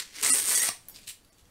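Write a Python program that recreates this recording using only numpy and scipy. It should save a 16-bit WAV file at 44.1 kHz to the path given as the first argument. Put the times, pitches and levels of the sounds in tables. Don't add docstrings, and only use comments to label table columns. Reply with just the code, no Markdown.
import sys
import numpy as np
from scipy import signal
from scipy.fft import rfft, irfft
from scipy.io import wavfile
from scipy.ndimage import uniform_filter1d

SR = 44100
rng = np.random.default_rng(int(sys.argv[2]) if len(sys.argv) > 2 else 0)


def volts_from_db(level):
    exponent = np.asarray(level, float) / 20
    return 10 ** exponent


def dump_mix(stems):
    frames = np.atleast_2d(stems).T
    limited = np.clip(frames, -1, 1)
    pcm = np.round(limited * 32767).astype(np.int16)
    wavfile.write(sys.argv[1], SR, pcm)


N = 66150

# [f/Hz, level/dB]
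STUDIO_COLOUR = [(20, -4), (90, -7.5), (300, -13), (700, -19.5), (1600, -23.5), (4500, -28), (9000, -29),
                 (16000, -33.5)]
# [t/s, f/Hz, level/dB, decay/s]
KNOCKS = [(0.00202, 2400, -44, 0.0026), (0.169, 300, -55, 0.015), (0.25, 410, -54, 0.0068),
          (.425, 315, -47, 0.01), (.41, 95, -55.5, 0.013), (0.56, 150, -53, 0.0093),
          (0.63, 2100, -34, .006), (0.23, 2400, -39, 0.003), (0.21, 420, -45, 0.02),
          (.26, 2080, -22, 0.0013), (.287, 2280, -27, 0.0012), (.484, 210, -58.5, 0.0091),
          (0.62, 2000, -27.5, 0.0022), (0.64, 1926, -31.5, 0.0021), (0.52, 1700, -36, 0.0047),
          (0.63, 1950, -32, 0.0056), (0.71, 1860, -39.5, .003), (0.51, 1960, -37, 0.0027),
          (.688, 700, -32, 0.002), (0.69, 1170, -35, 0.0044), (.688, 220, -44, 0.0018),
          (.686, 116, -51, 0.01), (1.077, 96, -53, 0.0058), (1.245, 120, -62, 0.0086),
          (1.424, 75, -54.5, 0.011)]
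# [t/s, rise/s, hold/s, fall/s, level/dB]
RUBS = [
    (0.932, .012, 0.047, 0.046, -55),
    (0.999, 0.019, 0.029, 0.042, -58.5),
    (1.057, 0.022, 0.019, 0.066, -38),
    (1.372, .01, 0.034, 0.028, -67),
]
# [f/Hz, level/dB]
RUB_COLOUR = [(300, -38.5), (1300, -21.5), (2700, -7), (4300, -8.5), (5800, -11.5), (8200, -6.5),
              (11500, -12), (16000, -17)]
# [t/s, peak level/dB, f/Hz, tail/s]
TICKS = [(0.8847, -26.5, 13400, 0.012), (0.8969, -34.5, 11500, .009), (0.9468, -33.5, 4900, 0.0037),
         (0.9536, -36.5, 5070, .005), (0.9607, -35.5, 4700, 0.008), (0.987, -41, 2520, 0.016),
         (1.0317, -44, 4120, .008), (1.0655, -41, 7600, .003), (1.072, -36, 4120, 0.0046),
         (1.0787, -34, 9700, 0.0037), (1.079, -41, 4300, .0041), (1.088, -29.5, 8200, 0.005),
         (1.105, -29, 2800, 0.0016), (0.988, -46, 11500, .008), (.947, -44, 12000, .004),
         (1.2473, -51, 4400, 0.0063), (1.2482, -48, 10500, 0.0057), (1.3288, -49.5, 7400, .008),
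         (1.383, -43.5, 6800, 0.0034), (1.3836, -55, 4240, .003), (1.392, -54, 3700, .01),
         (1.394, -53, 10500, .008), (1.454, -51.5, 5900, .003), (1.456, -56.5, 3400, 0.0026),
         (.855, -46.5, 8500, .003)]
# [t/s, peak level/dB, f/Hz]
TUGS = [(0.0029, -21, 7580), (0.2127, -23, 7390), (0.2146, -23, 6730), (0.2271, -17, 8390),
        (0.2337, -13, 8910), (0.2374, -14, 7850), (0.2407, -15, 8410), (0.2474, -11, 7610),
        (0.2493, -12, 6900), (0.2534, -16, 8240), (0.2563, -16, 7660), (0.2633, -13, 8390),
        (0.2663, -14, 8560), (0.2693, -16, 7710), (0.2763, -14, 8700), (0.2791, -14, 8780),
        (0.2854, -14, 8280), (0.2902, -13, 8400), (0.2967, -12, 8690), (0.3064, -8, 8760),
        (0.3314, -12, 8440), (0.3358, -10, 8510), (0.3431, -12, 8440), (0.3497, -11, 8480),
        (0.3578, -12, 8960), (0.3658, -15, 8370), (0.3726, -16, 8750), (0.3842, -13, 8780),
        (0.3877, -13, 8520), (0.3901, -16, 8760), (0.3989, -15, 8550), (0.4107, -18, 9070),
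        (0.4207, -21, 9190), (0.4284, -18, 8390), (0.4412, -20, 8710), (0.4521, -18, 9020),
        (0.4567, -16, 8370), (0.4773, -15, 7870), (0.4827, -14, 8060), (0.4877, -12, 8470),
        (0.4939, -13, 8510), (0.4989, -14, 8610), (0.5064, -15, 7880), (0.5126, -17, 8630),
        (0.5209, -12, 9150), (0.5308, -15, 9230), (0.5463, -11, 8740), (0.5514, -13, 8130),
        (0.5558, -9, 8810), (0.5579, -14, 7880), (0.5759, -11, 7810), (0.5778, -14, 7850),
        (0.5831, -14, 8250), (0.5957, -14, 8650), (0.6206, -12, 8390), (0.6326, -13, 8850),
        (0.6453, -16, 8380), (0.6524, -18, 8380), (0.6703, -17, 8380), (0.6894, -10, 8650)]
# [t/s, snap level/dB, sheet shake re snap/dB]
PULL = [(0, -33, 10), (.008, -39.5, 6.5), (.022, -47.5, 17), (.04, -70.5, 23), (.125, -66, 17.5),
        (0.164, -46.5, 12.5), (.222, -44, 7), (0.23, -24.5, 1.5), (.27, -27.5, 4.5), (.305, -21.5, -4),
        (0.389, -25.5, -4), (0.416, -31.5, -0.5), (.48, -27, -3), (.55, -22, -3), (.6, -24, -5.5),
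        (0.683, -27.5, 1.5), (.692, -33, 14), (0.699, -80, 3)]
# [f/Hz, width/Hz, level/dB]
TAPE_BANDS = [(8800, 1340, 1.5), (7050, 4200, -2), (9520, 790, -3.5), (11440, 2600, -4),
              (14200, 4000, -8.5)]
# [f/Hz, width/Hz, level/dB]
SHEET_BANDS = [(5850, 1460, -6.5), (4390, 860, -10), (3150, 2050, -7), (2043, 800, -8), (1224, 600, -15.5),
               (740, 800, -20), (442, 250, -17.5), (220, 120, -29)]
# [t/s, length/s, live sound/dB, loudest band/dB, notch/dB]
GAPS = [
    (0.302, .033, -15, 0.5, -23),
    (0.553, 0.019, -8, -1, 9),
    (0.599, 0.017, -4, -3, 6),
    (0.914, 0.02, -1, -5, -9),
    (1.301, 0.017, -9, -10, -3),
]
# [f/Hz, rms level/dB, share of the gap]
HELD_TONES = [
    [(263, -44, 1.2), (1278, -40.5, 0.6), (1970, -39, 1.5), (2750, -40, 0.76), (4300, -40.5, 0.62),
     (4540, -42, 0.45), (5070, -38, 0.61), (5430, -46.5, 0.45), (5680, -40, 1.1), (7140, -35, 0.45),
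     (7720, -31, 1.2), (8760, -25.5, 1.1), (9500, -46, 0.53), (11500, -50, 0.96)],
    [(1962, -39, 1.64), (3373, -40.5, 1.05), (4594, -35.5, 2), (5120, -38.5, 0.7), (5780, -35.5, 1.3),
     (6280, -33, 0.8), (6700, -34, 1.7), (8100, -45, 0.78), (8860, -30, 1.5), (9200, -31, 1.1)],
    [(1866, -37, 1.2), (3685, -41.5, 1), (5680, -37, 1.7), (5570, -39, 1.6), (6520, -31.5, 0.7),
     (8200, -41, .9), (8800, -31.5, 0.85), (8940, -40, .8), (12550, -39.5, 1)],
    [(870, -71, 1.1), (4683, -66, .95), (5500, -65.5, 1.1), (6900, -64, 0.85), (7940, -70, 1.1),
     (8193, -68, 1.1), (11300, -72, .9), (12312, -74, .9), (13600, -73, .9)],
    [(655, -72, 1), (1160, -77, .9), (1960, -76.5, .9), (2213, -81, .9), (3200, -89, .9), (4506, -76, .9),
     (4915, -80, .9), (5496, -77, .9), (9663, -79, .9), (10083, -82, 0.98), (11127, -83, 0.82),
     (13243, -85, .9)],
]


def unit(x):
    return x / np.sqrt(np.mean(x ** 2))


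def ring(x, hz, width):
    b, a = signal.iirpeak(hz, max(hz / width, .3), fs=SR)
    return signal.lfilter(b, a, x) * np.sqrt(SR / width / 10)


def steep(x, hz, kind):
    return signal.sosfiltfilt(signal.butter(2, hz, kind, fs=SR, output="sos"), x)


def colour(x, points):
    point_hz, point_db = np.array(points).T
    hz = np.fft.rfftfreq(N, 1 / SR) + 1
    gain = volts_from_db(np.interp(np.log(hz), np.log(point_hz), point_db))
    return unit(irfft(rfft(x) * gain, N))


def walk(rate):
    k = int(SR / rate)
    steps = np.repeat(rng.standard_normal(N // k + 1), k)
    return uniform_filter1d(steps, k)[:N] * 0.78


def crackle(rate, scatter_db):
    chance, sign, size = rng.random((3, N))
    level_db = np.minimum(-np.log(size + 1e-9), 3.2) * scatter_db
    return unit((chance < rate / SR) * np.sign(sign - .5) * volts_from_db(level_db))


def studio():
    hum = colour(rng.standard_normal(N), STUDIO_COLOUR) * volts_from_db(-61.5 + 2.3 * walk(6.7))
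    whine = unit(ring(rng.standard_normal(N), 4540, 30))
    return hum + volts_from_db(-81) * whine


def room(x, t):
    low_t60_s, top_t60_s, split_hz, first_echo_s = 0.27, 0.24, 9500, .004
    noise, age = rng.standard_normal(SR // 2), t[:SR // 2]
    low = signal.sosfilt(signal.butter(2, split_hz, fs=SR, output="sos"), noise)
    tail = low * volts_from_db(-60 * age / low_t60_s) + (noise - low) * volts_from_db(-60 * age / top_t60_s)
    tail = tail * (age > first_echo_s)
    return volts_from_db(-6) * signal.fftconvolve(x, tail / np.sqrt(np.sum(tail ** 2)))[:N]


def knocks(t):
    out = np.zeros(N)
    for when, hz, db, decay in KNOCKS:
        age = np.maximum(t - when, 0) / decay
        out += volts_from_db(db + 7.5) * age * np.exp(-age) * np.sin(2 * np.pi * hz * (t - when))
    return out


def rubs(t):
    firm_db, light_top_hz = -48, 11000
    unevenness = volts_from_db(3 * walk(120))
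    scratch = crackle(5000, 2.6) + 0.69 * rng.standard_normal(N)
    grain = unevenness * colour(scratch, RUB_COLOUR)
    dull = steep(grain, light_top_hz, "lowpass")
    out = np.zeros(N)
    for start, rise, hold, fall, db in RUBS:
        stroke_db = np.interp(t, np.cumsum([start, rise, hold, fall]), [-30.5, -1.5, -1.5, -41.0])
        out += volts_from_db(stroke_db + db) * (grain if db > firm_db else dull)
    return out


def ticks(t):
    crack_s, tail_db = 0.0011, -5
    out, grain = np.zeros(N), crackle(7000, 2.7)
    for when, db, hz, tail in TICKS:
        age = np.maximum(t - when, 0)
        env = (t >= when) * (np.exp(-age / crack_s) + volts_from_db(tail_db) * np.exp(-age / tail))
        burst = env * (rng.standard_normal(N) + grain)
        out += volts_from_db(db - 8.5) * (ring(burst, hz, 0.16 * hz) + volts_from_db(-14.5) * burst)
    return out


def tugs(t):
    decay_s, level_db, crack_db = .0002, -0.8, -13
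    rings, push = np.zeros(N), np.zeros(N)
    for when, db, hz in TUGS:
        age = np.maximum(t - when, 0) / decay_s
        env = volts_from_db(db + level_db) * age * np.exp(1 - age)
        rings += env * np.sin(2 * np.pi * (hz * t + rng.random()))
        push += env
    crack = push * steep(rng.standard_normal(N), 4000, "highpass")
    return rings + volts_from_db(crack_db) * crack, push


def tape(t):
    snaps_per_s, scatter_db, cluster_db, fizz_db, snap_s = 3000, 1.5, 1.8, -3.5, 0.00012
    snaps = crackle(snaps_per_s, scatter_db) * volts_from_db(cluster_db * walk(160))
    snaps = np.convolve(snaps, np.exp(-np.arange(40) / SR / snap_s))[:N]

    def tear():
        return snaps * rng.standard_normal(N) + volts_from_db(fizz_db) * rng.standard_normal(N)

    s, level_db, shake_db = np.array(PULL).T
    pull_db = np.interp(t, s, level_db)
    pull, shake = volts_from_db(pull_db - 6.5), volts_from_db(np.interp(t, s, shake_db))
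    belly = volts_from_db(.55 * (pull_db + 26.0))
    lone, push = tugs(t)
    tug_shake = volts_from_db(-4) * np.sqrt(shake) * push
    strip, sheet = np.zeros(N), np.zeros(N)
    for hz, width, db in TAPE_BANDS:
        rung = ring(ring(pull * tear(), hz, width), hz, width)
        strip += volts_from_db(db - 9.5) * rung * np.sqrt(width / 400)
    for hz, width, db in SHEET_BANDS:
        drive = pull * shake * tear() + tug_shake * rng.standard_normal(N)
        if hz < 1500:
            drive = belly * drive
        sheet += volts_from_db(db) * ring(drive, hz, width)
    no_rumble = signal.butter(4, 130, "highpass", fs=SR, output="sos")
    return lone + strip + signal.sosfilt(no_rumble, sheet)


def scene():
    t = np.arange(N) / SR
    near = tape(t) + ticks(t) + rubs(t)
    flex = knocks(t)
    echo = room(near + volts_from_db(-1.5) * steep(flex, 300, "highpass"), t)
    return (near + echo + flex + studio())[None]


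def gap_fade(t, start, length):
    ramp_s = 0.0046
    return np.interp(t, [start - ramp_s, start, start + length, start + length + ramp_s], [0, 1, 1, 0])


def held_tones(t):
    sag_db, flutter_db, wobble_rad = -2, 3, 1.1
    held = np.zeros(N)
    for (start, length, *_), tones in zip(GAPS, HELD_TONES):
        sag = sag_db * np.clip((t - start) / length - .5, -1, 1)
        for (hz, db, share), phase in zip(tones, rng.random(14)):
            level = np.sqrt(2) * volts_from_db(db + sag + flutter_db * walk(150))
            wobble = wobble_rad * min(hz / 2000, 1) * walk(90)
            tone = np.sin(2 * np.pi * (hz * t + phase) + wobble)
            held += gap_fade(t, start, length * share) * level * tone
    return held


def band_limit(x):
    return signal.sosfilt(signal.butter(12, 16600, fs=SR, output="sos"), x)


def record(dry):
    loud_hz, notch_hz, top_hz = [6300, 11830], [12800, 13700], 15750
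    t = np.arange(N) / SR
    live, kept, notch = np.ones((3, N))
    for start, length, live_db, band_db, notch_db in GAPS:
        fade = gap_fade(t, start, length)
        live = live * volts_from_db(live_db * fade)
        kept = kept * volts_from_db(band_db * fade)
        notch = notch * volts_from_db(notch_db * fade)
    band = steep(steep(dry, loud_hz, "bandpass"), loud_hz, "bandpass")
    x = (dry - band) * live + band * kept
    x = x - (1 - notch) * steep(x, notch_hz, "bandpass") + held_tones(t)
    x = signal.sosfilt(signal.ellip(10, .2, 42, top_hz, fs=SR, output="sos"), x)
    return band_limit(x)


dry = scene()
out = record(dry)
dump_mix(out)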